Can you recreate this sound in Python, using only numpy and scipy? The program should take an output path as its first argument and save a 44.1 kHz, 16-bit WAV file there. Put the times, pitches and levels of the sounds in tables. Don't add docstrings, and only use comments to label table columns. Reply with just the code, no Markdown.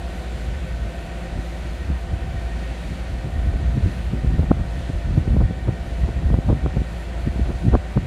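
import sys
import numpy as np
from scipy import signal
from scipy.fft import rfft, irfft, next_fast_len
from scipy.io import wavfile
from scipy.ndimage import uniform_filter1d, map_coordinates

SR = 44100
rng = np.random.default_rng(int(sys.argv[2]) if len(sys.argv) > 2 else 0)


def transcribe(u):
    v = np.clip(np.atleast_2d(u).T, -1, 1)
    q = np.round(v * 32767).astype(np.int16)
    wavfile.write(sys.argv[1], SR, q)


def boost(x):
    u = np.asarray(x, float) / 20
    return 10 ** u


N = 355446

CYCLE_HZ = 7.125
# (time [s], level [dB])
CARRIED = [(0, -48.5), (.4, -47.5), (.75, -49), (1.55, -48), (2.25, -50), (2.75, -47), (3.05, -48),
           (3.28, -50), (3.7, -50), (3.92, -47.5), (4.08, -49.5), (4.6, -51), (4.78, -48), (5.52, -51.5),
           (5.95, -49.5), (6.4, -51), (7.0, -49), (8.06, -50)]


def engine():
    # (multiple of the cycle rate [1], rms level [dB])
    orders = [(8, -25.5), (10, -38), (24, -43), (48, -52), (50, -53), (54, -55), (62, -58), (74, -57),
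              (84, -56), (108, -61), (110, -62), (120, -66), (124, -66)]
    # (frequency [Hz], rms level [dB])
    whines = [(201, -52), (334.4, -56), (587.8, -55), (1511.7, -59), (1796.7, -61), (1979.8, -64),
              (2267.7, -68), (2313.5, -62), (2994, -69), (5114, -78)]
    # (multiple of the cycle rate [1], level [dB], beat rate [Hz], first null [s], other engine's share [1])
    beats = [(96, -50.5, .8, .43, .8), (106, -52, .93, .68, .6)]
    lines = [(k * CYCLE_HZ, db) for k, db in orders] + whines
    x = 0
    for hz, db in lines:
        x = x + boost(db) * tone(hz, flutter_db=min(.4 + hz / 250, 3), drift=min(.1 + hz / 900, 2))
    for k, db, beat_hz, null_s, share in beats:
        turns = beat_hz * (np.arange(N) / SR - null_s)
        beat = np.abs(1 - share * np.exp(2j * np.pi * turns))
        x += boost(db) * beat * tone(k * CYCLE_HZ, flutter_db=0.2, drift=0.63)
    carried_db, = curves(CARRIED)
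    whistle_db = -75 + 3 * (carried_db - carried_db.mean())
    return x + boost(whistle_db) * tone(7576, flutter_db=3, drift=4)


def roar():
    # (frequency [Hz], density [dB per Hz])
    roar_colour = [(30, -42), (70, -10.5), (170, -4), (270, -9), (440, -15), (770, -14.5), (830, -18),
                   (1100, -19.5), (2000, -19), (4300, -26), (5200, -33), (9500, -36), (13200, -47.5),
                   (15700, -58)]
    # (centre [Hz], half width [Hz], gain [dB])
    housing = [(518, 31, 9), (654, 37, 5.5), (944, 19.5, 5.5), (1540, 175, 4), (1642, 40, -5.5),
               (6040, 280, 1.5), (7130, 210, 2), (10480, 270, -5), (13550, 300, -4), (2560, 78, 2.5),
               (7750, 150, -2), (11200, 480, 1)]
    level_db, = curves(CARRIED)
    level_sway = level_db - level_db.mean()
    treble_db = .3 * level_db + 1.5 * wobble(17)
    treble_sway = treble_db - treble_db.mean()

    hz, t, z = signal.stft(rng.standard_normal(N + 512), SR, nperseg=512)
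    patches = uniform_filter1d(rng.standard_normal(z.shape), size=12, axis=0)
    patches = uniform_filter1d(patches, size=20, axis=1)

    frames = np.clip((t * SR).astype(int), 0, N - 1)
    hz = hz[:, None]
    sway = np.clip(hz / 2500, .4, 1) * level_sway[frames]
    sway += np.clip(hz / 4000 - 2, 0, 1) * treble_sway[frames]
    sway += np.clip(hz / 9000, 0, 1.5) * 0.29 * wobble(10)[frames]
    patchy = signal.istft(z * boost(.5 * unit(patches) + sway), nperseg=512)[1][:N]

    def body(f):
        bumps = sum(db / (1 + ((f - centre) / width) ** 2) for centre, width, db in housing)
        return boost(along(roar_colour, f) + bumps)

    return boost(-38.5) * unit(filtered(patchy, body))


def valve():
    # (resonance [Hz], half width [Hz], level [dB], place in the cycle [cycles], sharpness [1])
    rattle = (1854, 52, -54, -0.07, 1.5)
    hz, width, db, place, sharp = rattle
    cycles = CYCLE_HZ * np.arange(N) / SR - place
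    swell = np.exp(sharp * np.cos(2 * np.pi * cycles) / 2)
    shake = noise(lambda f: 1 / (1 + ((f - hz) / width) ** 2))
    shake = shake + .9 * tone(1859, flutter_db=1, drift=7)
    return boost(db + .8 * wobble(4)) * unit(swell * shake)


def wind():
    push = filtered(buffeting() + jumps() + flurries(), low_cut)
    push = push / (1 + np.abs(push / .66) ** 5) ** (1 / 5)
    return filtered(push, lambda f: 1 / (1 + (f / 1650) ** 10))


def buffeting():
    # (time [s], level of the large eddies [dB])
    breeze = [(0, -34), (.75, -27.5), (1.62, -33), (2.1, -26.5), (2.87, -30.5), (3.2, -26), (3.55, -19),
              (4.02, -26.5), (4.4, -16), (4.78, -27), (5.32, -21), (5.84, -24.5), (6.25, -25.5), (6.7, -26),
              (7.0, -29), (7.45, -27.5), (7.85, -36.5), (8.06, -23)]
    # (time [s], level [dB], half length [ms])
    rolls = [(1.375, -16, 12), (1.903, -13.5, 12), (2.129, -18, 18), (2.352, -21, 12), (3.372, -18.5, 12),
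             (3.481, -16, 13), (3.565, -18.5, 14), (3.659, -14.5, 12), (3.849, -7, 8.6), (4.396, -22, 30),
             (4.517, -12.5, 11), (4.618, -17, 12), (4.956, -13.5, 16), (5.126, -15.5, 11),
             (5.192, -15, 9.9), (5.301, -15, 10), (5.383, -10.5, 9.8), (5.442, -5.5, 9.1),
             (6.037, -9.5, 11), (6.257, -8, 8), (6.323, -8, 15), (6.51, -12.5, 12), (6.648, -20, 17),
             (6.79, -16, 7.6), (7.276, -21, 23), (7.417, -15, 11), (7.464, -16, 27), (7.685, -17.6, 14),
             (7.747, -8, 18), (7.977, -17.6, 12)]
    # (time [s], level [dB], half length [ms])
    puffs = [(1.38, -25, 9.4), (1.894, -23.5, 5.3), (2.128, -29.0, 7), (2.348, -35, 6.7), (2.917, -23, 6.8),
             (3.259, -21, 8.9), (3.575, -39, 20), (3.773, -20, 16), (3.872, -22.5, 15), (4.136, -22, 13),
             (4.347, -19, 6.9), (4.393, -21.2, 6.5), (4.51, -23, 7.6), (5.183, -17.5, 6.6),
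             (5.348, -27, 16), (5.408, -21, 4.7), (5.51, -24.3, 5.2), (5.682, -17.5, 7), (6.252, -25, 15),
             (6.338, -21, 16), (6.38, -21.1, 8.1), (6.531, -23.5, 31), (6.667, -23, 9), (6.773, -20, 7.2),
             (7.276, -17, 5.2), (7.397, -20.5, 6.9), (7.508, -25, 7), (7.671, -14, 15.6), (7.75, -24, 10.4),
             (7.975, -10.5, 5.2)]
    # (frequency [Hz], density [dB per Hz])
    large = [(15, -31), (40, 10), (70, 10.5), (120, -11), (180, -15.5), (400, -51)]
    # (frequency [Hz], density [dB per Hz])
    medium = [(60, -38), (110, 4.5), (200, -6.5), (300, -13), (500, -33), (900, -70)]
    large_db, = curves(breeze)
    medium_db = large_db.mean() - 10 + 1.06 * (large_db - large_db.mean())
    shared_lumps, gusty_db = wobble(30), 3.5 * wobble(14)

    def eddies_of(bed_db, singles, colour, lump_db):
        lumps = boost(lump_db * (0.45 * shared_lumps + 0.66 * wobble(45)))
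        eddies = noise(lambda f: boost(along(colour, f)))
        bed = boost(bed_db + gusty_db) * evened(unit(lumps * eddies), size=3000)
        passing = np.sqrt(swells(singles)) * boost(-2.0) * evened(eddies, size=600)
        return bed + passing

    return eddies_of(large_db, rolls, large, lump_db=2.5) + eddies_of(medium_db, puffs, medium, lump_db=4)


def jumps():
    # (time [s], size [dB], rise [ms])
    fronts = [(3.779, -9.5, 1), (3.861, -12, .6), (4.137, -13, 0.63), (4.247, -15, 0.55),
              (4.394, -12, 0.36), (4.509, -15, 0.73), (4.516, -6, 0.25), (4.901, -15, 0.53),
              (5.178, -1.5, 0.96), (5.278, -9.5, 0.68), (5.345, -12.5, 0.7), (5.367, -8.5, 0.42),
              (5.406, -15, 0.33), (5.51, -15, 0.41), (5.692, -9, 0.75), (6.303, -16, 0.25),
              (6.342, -10, 0.21), (6.388, -11, .45), (6.503, -12.5, 0.22), (6.529, -10, 0.53),
              (6.662, -12.5, 0.19), (6.769, -11, 0.52), (6.818, -12.5, 0.64), (7.274, -5, 0.93),
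              (7.396, -8.5, .74), (7.684, -2, .78), (7.741, -3, 0.25), (7.753, -3.5, 0.1),
              (7.972, -7, 0.64), (7.975, -13, 0.1)]
    x = np.zeros(N + 2000)
    t = np.arange(-600, 600) / SR * 1000
    chance = rng.standard_normal((len(fronts), 4))
    leads = []
    for (s, *_), c in zip(fronts, chance):
        leads.append((s - .013 * boost(5 * c[2]), -20 + 1.5 * c[3], 0.63))
    signs = np.sign(chance[:, :2].T.ravel())
    for (s, db, rise), sign in zip(fronts + leads, signs):
        rise = np.clip(rise, .12, 1.5)
        snap = np.cumsum(np.exp(-(t / rise) ** 2))
        swing = np.exp(-.5 * (t / (1 + 2 * rise)) ** 2)
        x[round(s * SR) - 600:][:len(t)] += sign * boost(db) * (2 * snap / snap[-1] - 1) * swing
    return x[:N]


def flurries():
    # (time [s], level [dB], half length [ms])
    bursts = [(3.54, -31, 5.9), (3.83, -28, 3), (4.392, -28, 5.3), (4.435, -27.5, 5.6), (4.513, -12, 2.6),
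              (4.597, -28, 5), (4.9, -27.5, 2), (5.36, -36, 15), (5.415, -20, 5.7), (5.69, -24.5, 8),
              (6.05, -30, 5.5), (6.087, -27, 5.5), (6.34, -23, 3.7), (6.499, -17, 8.2), (6.525, -27, 12),
              (6.66, -26.5, 5.7), (6.77, -24, 4.6), (7.465, -29, 6.7), (7.503, -25, 7.7), (7.745, -11, 6.9),
              (7.973, -27, 1.6)]
    # (frequency [Hz], density [dB per Hz])
    tiny = [(150, 3.5), (300, 1.5), (600, -7.5), (1000, -18), (1500, -24), (2200, -54)]
    eddies = noise(lambda f: boost(along(tiny, f)))
    return np.sqrt(swells(bursts)) * unit(boost(3.0 * wobble(220)) * eddies)


def low_cut(f):
    return (1j * f / (1j * f + 32)) ** 3


def hiss():
    return boost(-72) * noise(lambda f: f / (f + 9000))


def tone(hz, flutter_db, drift):
    phase = 2 * np.pi * (hz * np.arange(N) / SR + rng.random()) + drift * wobble(3)
    return np.sqrt(2) * np.sin(phase) * unit(boost(flutter_db * wobble(2.45)))


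def noise(gain):
    return unit(filtered(rng.standard_normal(N), gain))


def filtered(x, response):
    m = next_fast_len(N + SR // 2)
    return irfft(rfft(x, m) * response(np.fft.rfftfreq(m, 1 / SR)), m)[:N]


def wobble(rate):
    return map_coordinates(rng.standard_normal(2000), [np.arange(N) * rate / SR])


def swells(rows):
    ms = np.arange(N * 1000 // SR + 1)
    power = sum(boost(2 * db) * np.exp(-.5 * ((ms - s * 1000) / half) ** 2) for s, db, half in rows)
    return np.interp(np.arange(N) * 1000 / SR, ms, power)


def evened(x, size):
    power = uniform_filter1d(uniform_filter1d(x * x, size), size)
    return x / np.sqrt(np.abs(power) + .05)


def curves(rows):
    s, *cols = np.transpose(rows)
    return [np.interp(np.arange(N) / SR, s, c) for c in cols]


def along(points, hz):
    f, v = np.transpose(points)
    return np.interp(np.log(hz + 1), np.log(f + 1), v)


def unit(x):
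    return x / np.sqrt(np.mean(x ** 2) + 1e-20)


def scene():
    train = filtered(engine() + roar() + valve(), low_cut)
    return (train + wind())[None]


def top_cut(x):
    return signal.sosfilt(signal.butter(12, 15730, fs=SR, output="sos"), x)


def record(dry):
    return top_cut(dry + hiss())


dry = scene()
out = record(dry)
transcribe(out)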